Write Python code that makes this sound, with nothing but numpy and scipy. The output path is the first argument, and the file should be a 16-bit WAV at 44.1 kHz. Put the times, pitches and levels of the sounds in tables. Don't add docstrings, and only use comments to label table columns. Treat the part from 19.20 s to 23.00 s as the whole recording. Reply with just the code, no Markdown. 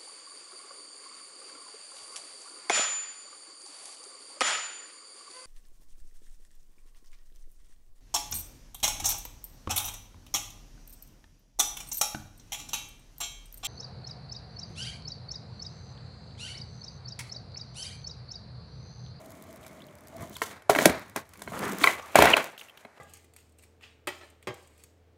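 import sys
import numpy as np
from scipy import signal
from scipy.fft import rfft, irfft
from scipy.io import wavfile

SR = 44100
rng = np.random.default_rng(int(sys.argv[2]) if len(sys.argv) > 2 else 0)


def wav_out(sig):
    wavfile.write(sys.argv[1], SR, np.round(np.clip(np.atleast_2d(sig).T, -1, 1) * 32767).astype(np.int16))


def ratio_of_db(decibels):
    return 10 ** (np.asarray(decibels, float) / 20)


N = 167580
TIME = np.arange(N) / SR


def rms_one(x):
    return x / np.sqrt(np.mean(x ** 2) + 1e-20)


def gains(rows):
    s, db, extra_db = np.transpose(rows)
    edge_s = 0.006
    inside = np.clip(np.minimum(TIME - s[0], s[-1] - TIME) / edge_s + 1, 0, 1)
    return inside * ratio_of_db(np.interp(TIME, s, db)), ratio_of_db(np.interp(TIME, s, extra_db))


def colour(x, points):
    hz, db = np.transpose(points)
    f = np.maximum(np.arange(N // 2 + 1) * SR / N, 1)
    octaves_below = np.maximum(np.log2(hz[0] / f), 0)
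    octaves_above = np.maximum(np.log2(f / hz[-1]), 0)
    shape_db = np.interp(np.log(f), np.log(hz), db) - 18 * (octaves_below + octaves_above)
    return rms_one(irfft(rfft(x) * ratio_of_db(shape_db), N))


def ring(x, hz, t60):
    r, w = ratio_of_db(-60 / (t60 * SR)), 2 * np.pi * hz / SR
    return signal.lfilter([0, np.sin(w)], [1, -2 * r * np.cos(w), r * r], x + 1e-18)


def flutter(rate, depth_db):
    knots = rng.standard_normal(4000)
    return ratio_of_db(depth_db * np.interp(TIME * rate, np.arange(4000), knots))


def grains(per_s, spread_db):
    size = ratio_of_db(spread_db * np.minimum(rng.exponential(1, N), 4)) * rng.choice([-1, 1], N)
    return size * (rng.random(N) < per_s / SR)


# frequency in Hz, density in dB.
AIR_SPECTRUM = [(100, -8.5), (150, -7.5), (600, 0.5), (2300, -5), (2800, -18), (6000, -19.5), (12000, -27),
                (16000, -43)]
AIR_DB = -60.5
TRAFFIC_HZ, TRAFFIC_DB, TRAFFIC_ENDS_S = 91, -62.5, 3.25


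def air():
    hiss = colour(rng.standard_normal(N), AIR_SPECTRUM) * flutter(7, 0.87)
    fade = np.clip((TRAFFIC_ENDS_S - TIME) / 0.17, 0.25, 1)
    road = ring(ring(rng.standard_normal(N), TRAFFIC_HZ, 0.061), TRAFFIC_HZ, 0.061)
    road = rms_one(road) * flutter(15, 1.6)
    return ratio_of_db(AIR_DB) * hiss + ratio_of_db(TRAFFIC_DB) * fade * road


YARD_DB, YARD_T60_S, YARD_GAP_S = -20, 0.27, 0.0067
YARD_BAND_HZ = [305, 2200]


def yard(x):
    t = np.arange(SR) / SR
    arrival = np.clip(t / YARD_GAP_S - 0.5, 0, 1)
    tail = rng.standard_normal(SR) * ratio_of_db(-60 * t / YARD_T60_S) * arrival
    tail = signal.sosfilt(signal.butter(1, YARD_BAND_HZ, "band", fs=SR, output="sos"), tail)
    tail = tail / np.sqrt(np.sum(tail ** 2))
    return ratio_of_db(YARD_DB) * signal.fftconvolve(x, tail)[:N]


# time in seconds, pitch in Hz, level in dB.
HUM_FAR = [(0, 622, -50.5), (.2, 650, -55.5), (.55, 640, -56), (.72, 600, -59), (.85, 615, -61.5),
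           (.92, 670, -50.5), (1.012, 660, -47.5), (1.15, 680, -59)]
# time in seconds, pitch in Hz, level in dB.
HUM_AIRBORNE = [(2.76, 1201, -61), (2.84, 1150, -46.5), (2.93, 1193, -59)]
HUM_WIDTH_HZ = 22


def hum(rows, width_hz):
    s, hz, db = np.transpose(rows)
    phase = 2 * np.pi * np.cumsum(np.interp(TIME, s, hz)) / SR
    lowpass = signal.butter(1, width_hz, fs=SR, output="sos")
    a, b = signal.sosfilt(lowpass, rng.standard_normal((2, N)))
    level, _ = gains(np.c_[s, db, db])
    return level * rms_one(a * np.sin(phase) + b * np.cos(phase))


# frequency in Hz, density in dB.
GRIT_SPECTRUM = [(1760, -45.5), (3000, -2.5), (5250, -9), (6480, -4), (7150, -5), (14300, -11.5),
                 (16000, -15)]
# frequency in Hz, width in Hz, level in dB.
WHEELS = [(159, 154, 3), (290, 270, -2), (622, 144, -10.5), (1080, 210, -12), (2170, 250, -14)]
# frequency in Hz, width in Hz, level in dB.
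NEAR_WHEELS = [(189, 29, 3.5), (390, 140, -0.5), (720, 830, -6), (1220, 640, -5.5), (2160, 1040, -14)]
# time in seconds, level in dB, grit over hum in dB.
ROLL_FAR = [(0, -52.5, -14.5), (.45, -51.5, -15.5), (.8, -58, -14.5), (.94, -56, -13.5),
            (1.02, -38.5, -18.5), (1.09, -48.5, -15.5), (1.215, -56, 1)]
# time in seconds, level in dB, grit over hum in dB.
ROLL_AWAY = [(1.75, -50, -10), (1.93, -60.5, -14), (2.1, -66.5, -4.5), (2.312, -43, -14.5)]
# time in seconds, level in dB, grit over hum in dB.
ROLL_NEAR = [(2.325, -37.5, -18), (2.4, -35, -14), (2.46, -29.5, -20.5), (2.56, -39, -13), (2.63, -44, -15)]
GRAINS_PER_S, GRAIN_SPREAD_DB = 3000, 3.5
PEBBLES_PER_S, PEBBLE_T60_S, PEBBLE_SPREAD_DB = 80, 0.014, 3.5


def rolling(curves, wheels, pebble_db, patchy_db):
    ground = grains(GRAINS_PER_S, GRAIN_SPREAD_DB)
    wheel_hum = 0
    for k, (hz, width_hz, db) in enumerate(wheels):
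        resonance = rms_one(ring(ground, hz, 2.12 / width_hz))
        wheel_hum = wheel_hum + (-1) ** k * ratio_of_db(db) * np.sqrt(width_hz) * resonance * flutter(25.08, 1.8)
    wheel_hum = rms_one(wheel_hum)

    sand = colour(rng.standard_normal(N), GRIT_SPECTRUM)
    dull = signal.sosfilt(signal.butter(1, 6000, fs=SR, output="sos"), sand)
    fade = ratio_of_db(-60 / (PEBBLE_T60_S * SR))
    shared = np.abs(grains(PEBBLES_PER_S / 2, PEBBLE_SPREAD_DB))
    grit = 0
    for band in (dull, sand - dull):
        clicks = shared + np.abs(grains(PEBBLES_PER_S / 2, PEBBLE_SPREAD_DB))
        pebbles = signal.lfilter([1], [1, -fade], clicks)
        grit = grit + band * (flutter(31.15, patchy_db) + ratio_of_db(pebble_db) * pebbles)
    return sum(level * (wheel_hum + grit_gain * grit) for level, grit_gain in map(gains, curves))


# time in seconds, level in dB.
STONES = [(0.0596, -40), (0.1052, -41), (0.1196, -39.5), (0.1974, -53), (0.224, -37.5), (0.2387, -42),
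          (0.2683, -50), (0.328, -39), (0.36, -40), (0.48, -39), (0.5307, -47), (0.6674, -43),
          (0.7534, -41), (0.7857, -43), (0.8076, -43), (0.8724, -39.5), (0.8832, -37.5), (0.9664, -38.5),
          (0.9976, -52), (1.096, -38), (1.1298, -40), (1.7944, -36), (1.8973, -38.5), (2.0915, -40.5),
          (2.174, -39), (2.392, -26), (2.446, -35), (2.4956, -27), (2.533, -29), (2.585, -25),
          (2.86, -37.5), (3.2427, -24)]
STONE_DB, STONE_T60_S, STONE_LOW_HZ = -4, 0.011, 4200


def stones():
    s, db = np.transpose(STONES)
    clicks = np.zeros(N)
    clicks[(s * SR).astype(int)] = ratio_of_db(db + STONE_DB)
    puffs = signal.lfilter([1], [1, -ratio_of_db(-60 / (STONE_T60_S * SR))], clicks + 1e-18)
    highpass = signal.butter(2, STONE_LOW_HZ, "high", fs=SR, output="sos")
    return puffs * signal.sosfilt(highpass, rng.standard_normal(N))


# start in seconds, length in seconds, from Hz, to Hz, level in dB.
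SQUEAKS = [
    (1.143, .026, 4700, 2850, -41),
    (3.126, 0.017, 3040, 1800, -6),
    (1.172, .02, 4000, 4500, -51),
]


def squeaks():
    out = np.zeros(N)
    for s, length_s, from_hz, to_hz, db in SQUEAKS:
        u = np.clip((TIME - s) / length_s, 0, 1)
        loud = db > -20
        glide = u ** (6 if loud else 1)
        swell = 0.3 + u ** 2 if loud else 1
        hz = (from_hz + (to_hz - from_hz) * glide) * flutter(820, 0.156)
        shape = np.sin(np.pi * u ** 2.5) * swell * flutter(900, 2.5)
        out += ratio_of_db(db) * shape * np.sin(2 * np.pi * np.cumsum(hz) / SR)
    return out


# frequency in Hz, density in dB.
RUB_FAR = [(130, -2), (300, -3.5), (650, -5.5), (2200, -6.5), (3000, -21), (4000, -16.5)]
# frequency in Hz, density in dB.
RUB_NEAR = [(130, -16), (300, -11.5), (650, -6), (1100, -9.5), (1500, -10.5), (2300, -10), (3100, -18),
            (4000, -23)]
# time in seconds, level in dB, brightness in dB.
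DRAG_FAR = [(1.225, -48.5, 7), (1.33, -45.5, -12.5), (1.37, -52, -15), (1.47, -71, -25)]
# time in seconds, level in dB, brightness in dB.
LANDING = [(1.499, -22.5, -5), (1.54, -39, -8), (1.619, -30, -3.5), (1.7, -31.5, -17),
           (1.761, -38.5, -23.5), (1.944, -62.5, -22), (1.969, -37, -5), (2.032, -55.5, -14)]
# time in seconds, level in dB, brightness in dB.
DRAG_NEAR = [(2.57, -52, -9), (2.63, -34.5, -1.5), (2.685, -27.5, -9.5), (2.765, -45.5, -6.5),
             (2.797, -39, -11), (2.808, -53.5, -8), (2.955, -48.5, -9.5)]
# time in seconds, level in dB, brightness in dB.
CRASH = [(2.962, -19.5, -13), (3.07, -21, -15.5), (3.129, -23, -15), (3.152, -34.5, -16.5),
         (3.176, -22, -22), (3.258, -42, -8), (3.371, -56.5, -15.5)]
# time in seconds, level in dB, brightness in dB.
STEP_OFF = [(3.381, -75, 15.5), (3.421, -54.5, -1), (3.531, -69.5, -7), (3.6, -61, -2), (3.732, -80, -11.5),
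            (3.781, -52.5, -15.5)]
RUB_LUMPS_DB = 2.3


def rubbing(curves, spectrum):
    body = colour(grains(5000, 0.61), spectrum) * flutter(90, RUB_LUMPS_DB)
    hiss = colour(grains(15000, 6.4), GRIT_SPECTRUM) * flutter(80, RUB_LUMPS_DB)
    return sum(level * (body + bright * hiss) for level, bright in map(gains, curves))


# start in seconds,
# level in dB, pitch in Hz.
TICKS = [(3.378, -33, 3270), (3.394, -36, 3500), (3.412, -30.5, 2850), (3.485, -41.5, 2860),
         (3.496, -40.5, 2980), (3.574, -37.5, 2900), (.43, -45, 3600), (.447, -41.5, 2290),
         (0.604, -46, 3050), (0.619, -41.5, 3580), (0.641, -46.5, 4200), (.685, -49, 3200),
         (2.824, -40, 6000), (2.947, -29.5, 2700)]
TICK_T60_S = 0.024


def ticks():
    out, t = np.zeros(N + SR), np.arange(2000) / SR
    for s, db, hz in TICKS:
        click = rng.standard_normal(2000) * ratio_of_db(-60 * t / TICK_T60_S)
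        tick = ring(click, hz, 0.0058) / 4 + 0.22 * np.diff(click, prepend=0)
        i = int(s * SR)
        out[i:i + 2000] += ratio_of_db(db) * tick / np.abs(tick).max()
    return out[:N]


# start in seconds, level in dB, pitch in Hz, t60 in seconds.
SLAPS = [(1.4958, -7, 640, 0.018), (1.6565, -4.5, 612, 0.02), (1.659, -11, 332, 0.069),
         (2.639, -11, 2260, 0.023), (2.64, -10.5, 1062, 0.036), (1.66, -15.5, 189, .07),
         (2.636, -18, 3510, 0.022), (1.69, -33.5, 79.6, 0.19), (2.99, -27, 72.8, 0.34),
         (2.672, -10.5, 2000, 0.033), (2.674, -19.5, 1080, 0.032), (2.9555, 1.5, 640, 0.014),
         (2.989, -16, 580, 0.022), (3.022, -7.5, 688, 0.021), (3.055, -9.5, 707, 0.024),
         (3.139, -18, 640, 0.031), (1.219, -30.5, 448, 0.076), (1.561, -22.5, 285, .06),
         (1.587, -19, 645, 0.044), (2.616, -25.5, 289, 0.073), (3.242, -36, 568, 0.055)]
SLAP_RISE_S, SLAP_SAG, SLAP_SAG_S = 0.00058, 0.46, 0.00093


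def slaps():
    out, t = np.zeros(N + SR), np.arange(SR // 5) / SR
    bent_t = t + SLAP_SAG * SLAP_SAG_S * (1 - np.exp(-t / SLAP_SAG_S))
    for s, db, hz, t60 in SLAPS:
        shape = (1 - np.exp(-t / SLAP_RISE_S)) ** 2 * ratio_of_db(-60 * t / t60)
        i = int(s * SR)
        out[i:i + len(t)] += ratio_of_db(db) * shape / shape.max() * np.sin(2 * np.pi * hz * bent_t)
    return out[:N]


# frequency in Hz, level in dB, t60 in seconds.
DECK = [(332, -10, 0.076), (415, -11.5, 0.13), (621, -1, 0.025), (693, 5, 0.023), (904, -3, 0.037),
        (1057, 2.5, 0.035), (1387, -3, 0.046), (1583, -3.5, 0.045), (1911, -0.5, 0.038), (2236, 1.5, 0.037),
        (2623, -3.5, 0.033), (3200, -2, 0.023), (4084, -2, 0.02)]
# time in seconds, then knock, clack, crack and thump in dB.
BLOWS = [(1.218, -21, -18.5, -23, -66), (1.4965, -5, -19.5, -16, -26), (1.55, -15.5, -20.5, -25.5, -30),
         (1.56, -14, -21, -27, -17.5), (1.587, -12, -16, -21.5, -15.5), (1.621, -15, -49, -25, -9),
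         (1.6555, -12, -10, -2, -4.5), (1.696, -18.5, -22.5, -23, -7), (1.961, -22.5, -28.5, -23, -21),
         (2.64, -14.5, -8, -14.5, -21.5), (2.673, -18.5, -12.5, -22.5, -44), (2.9555, -6, -10.5, -9.5, -39),
         (2.988, -2, -17.5, -13, -6.5), (3.003, -18.5, -21, -25.5, -41), (3.022, -4.5, -12, -11, -44.5),
         (3.039, -6, -34, -28.5, -27), (3.055, -9, -13, -17.5, -13), (3.072, -43, -16.5, -38, -12.5),
         (3.138, -21, -14, -29, -28), (3.167, -24, -15.5, -17.5, -51), (3.65, -33.5, -42.5, -53, -32)]
# time in seconds, then knock, clack and crack in dB.
TAPS = [(0.464, -44, -46.5, -38), (1.166, -51, -40, -32), (1.421, -54, -49, -50), (2.135, -63, -50, -39.5),
        (2.156, -68.5, -49.5, -51), (2.193, -76, -47, -43), (2.219, -31, -38.5, -30.5),
        (2.276, -28.5, -34.5, -60), (2.32, -28, -46, -40), (2.612, -50, -27, -48), (2.783, -51, -40, -50)]
# time in seconds, then knock, clack and crack in dB.
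FIRST_TOUCH = (2.946, -26, -40, -60)
TAP_THUMP_DB = -16.5
CONTACT_S, DAMPED_SHARE, RING_DB, MODE_SPREAD_DB = 0.001, 0.32, -7.5, 2.5
CRACK_RISE_S, CRACK_T60_S, CRACK_TAIL_DB, CRACK_TAIL_T60_S = 0.002, 0.012, -28.5, 0.11
THUMP_HZ, THUMP_T60_S, THUMP_LAG_S = 259, 0.027, 0.0056


def strikes(rows):
    out, size = np.zeros(N + SR), SR // 5
    t = np.arange(size) / SR
    hz, level_db, t60 = np.transpose(DECK)[:, :, None]
    held = ratio_of_db(-60 * t / (DAMPED_SHARE * t60))
    free = ratio_of_db(RING_DB - 60 * t / t60)
    mode_shape = (held + free) * (1 - np.exp(-t / CONTACT_S)) ** 2
    crack_decay = ratio_of_db(-60 * t / CRACK_T60_S) + ratio_of_db(CRACK_TAIL_DB - 60 * t / CRACK_TAIL_T60_S)
    crack_shape = np.clip(t / CRACK_RISE_S - 0.5, 0, 1) * crack_decay
    thump_shape = (1 - np.exp(-t / THUMP_LAG_S)) ** 2 * ratio_of_db(-60 * t / THUMP_T60_S)
    high = signal.butter(2, [2800, 13500], "band", fs=SR, output="sos")
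    for s, knock_db, clack_db, crack_db, thump_db in rows:
        share, detune, phase = rng.standard_normal((3, len(DECK), 1))
        turn = 2 * np.pi * hz * (1 + 0.03 * detune) * t + 3 * phase * (hz > 1000)
        modes = ratio_of_db(level_db + MODE_SPREAD_DB * share) * mode_shape * np.sin(turn)
        knock = modes[:5].sum(axis=0)
        clack = modes[5:].sum(axis=0)
        crack = signal.sosfilt(high, rng.standard_normal(size)) * crack_shape
        thump = np.sin(2 * np.pi * THUMP_HZ * (1 + share[0] / 20) * t) * thump_shape
        hit = ratio_of_db(knock_db - 2.5) * knock / np.abs(knock).max()
        hit += ratio_of_db(clack_db + 5.5) * clack / np.abs(clack).max()
        hit += ratio_of_db(crack_db + 10.0) * crack + ratio_of_db(thump_db + 7) * thump
        i = int((s - 0.0008) * SR)
        out[i:i + size] += hit
    return out[:N]


def scene():
    wheels = rolling([ROLL_FAR, ROLL_AWAY], WHEELS, pebble_db=2, patchy_db=3)
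    wheels += rolling([ROLL_NEAR], NEAR_WHEELS, pebble_db=1, patchy_db=2.5)
    wheels += hum(HUM_FAR, HUM_WIDTH_HZ) + hum(HUM_AIRBORNE, 3 * HUM_WIDTH_HZ)
    rub = rubbing([DRAG_FAR, LANDING], RUB_FAR) + rubbing([DRAG_NEAR, CRASH, STEP_OFF], RUB_NEAR)
    taps = [(*row, row[1] + TAP_THUMP_DB) for row in [*TAPS, FIRST_TOUCH]]
    board = ticks() + slaps() + strikes(BLOWS) + strikes(taps)
    mix = air() + yard(board) + wheels + stones() + squeaks() + rub + board
    return mix[None]


def band_limit(x):
    return signal.sosfilt(signal.butter(12, 16530, fs=SR, output="sos"), x)


MIC_LOW_HZ, MIC_TOP_HZ, PEAK_LIMIT = 60, 16300, 1.3


def record(dry):
    x = signal.sosfilt(signal.butter(3, MIC_LOW_HZ, "high", fs=SR, output="sos"), dry)
    rounded = PEAK_LIMIT * np.tanh(x / PEAK_LIMIT)
    mix = signal.sosfilt(signal.cheby2(16, 60, MIC_TOP_HZ, fs=SR, output="sos"), rounded)
    return band_limit(mix)


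dry = scene()
out = record(dry)
wav_out(out)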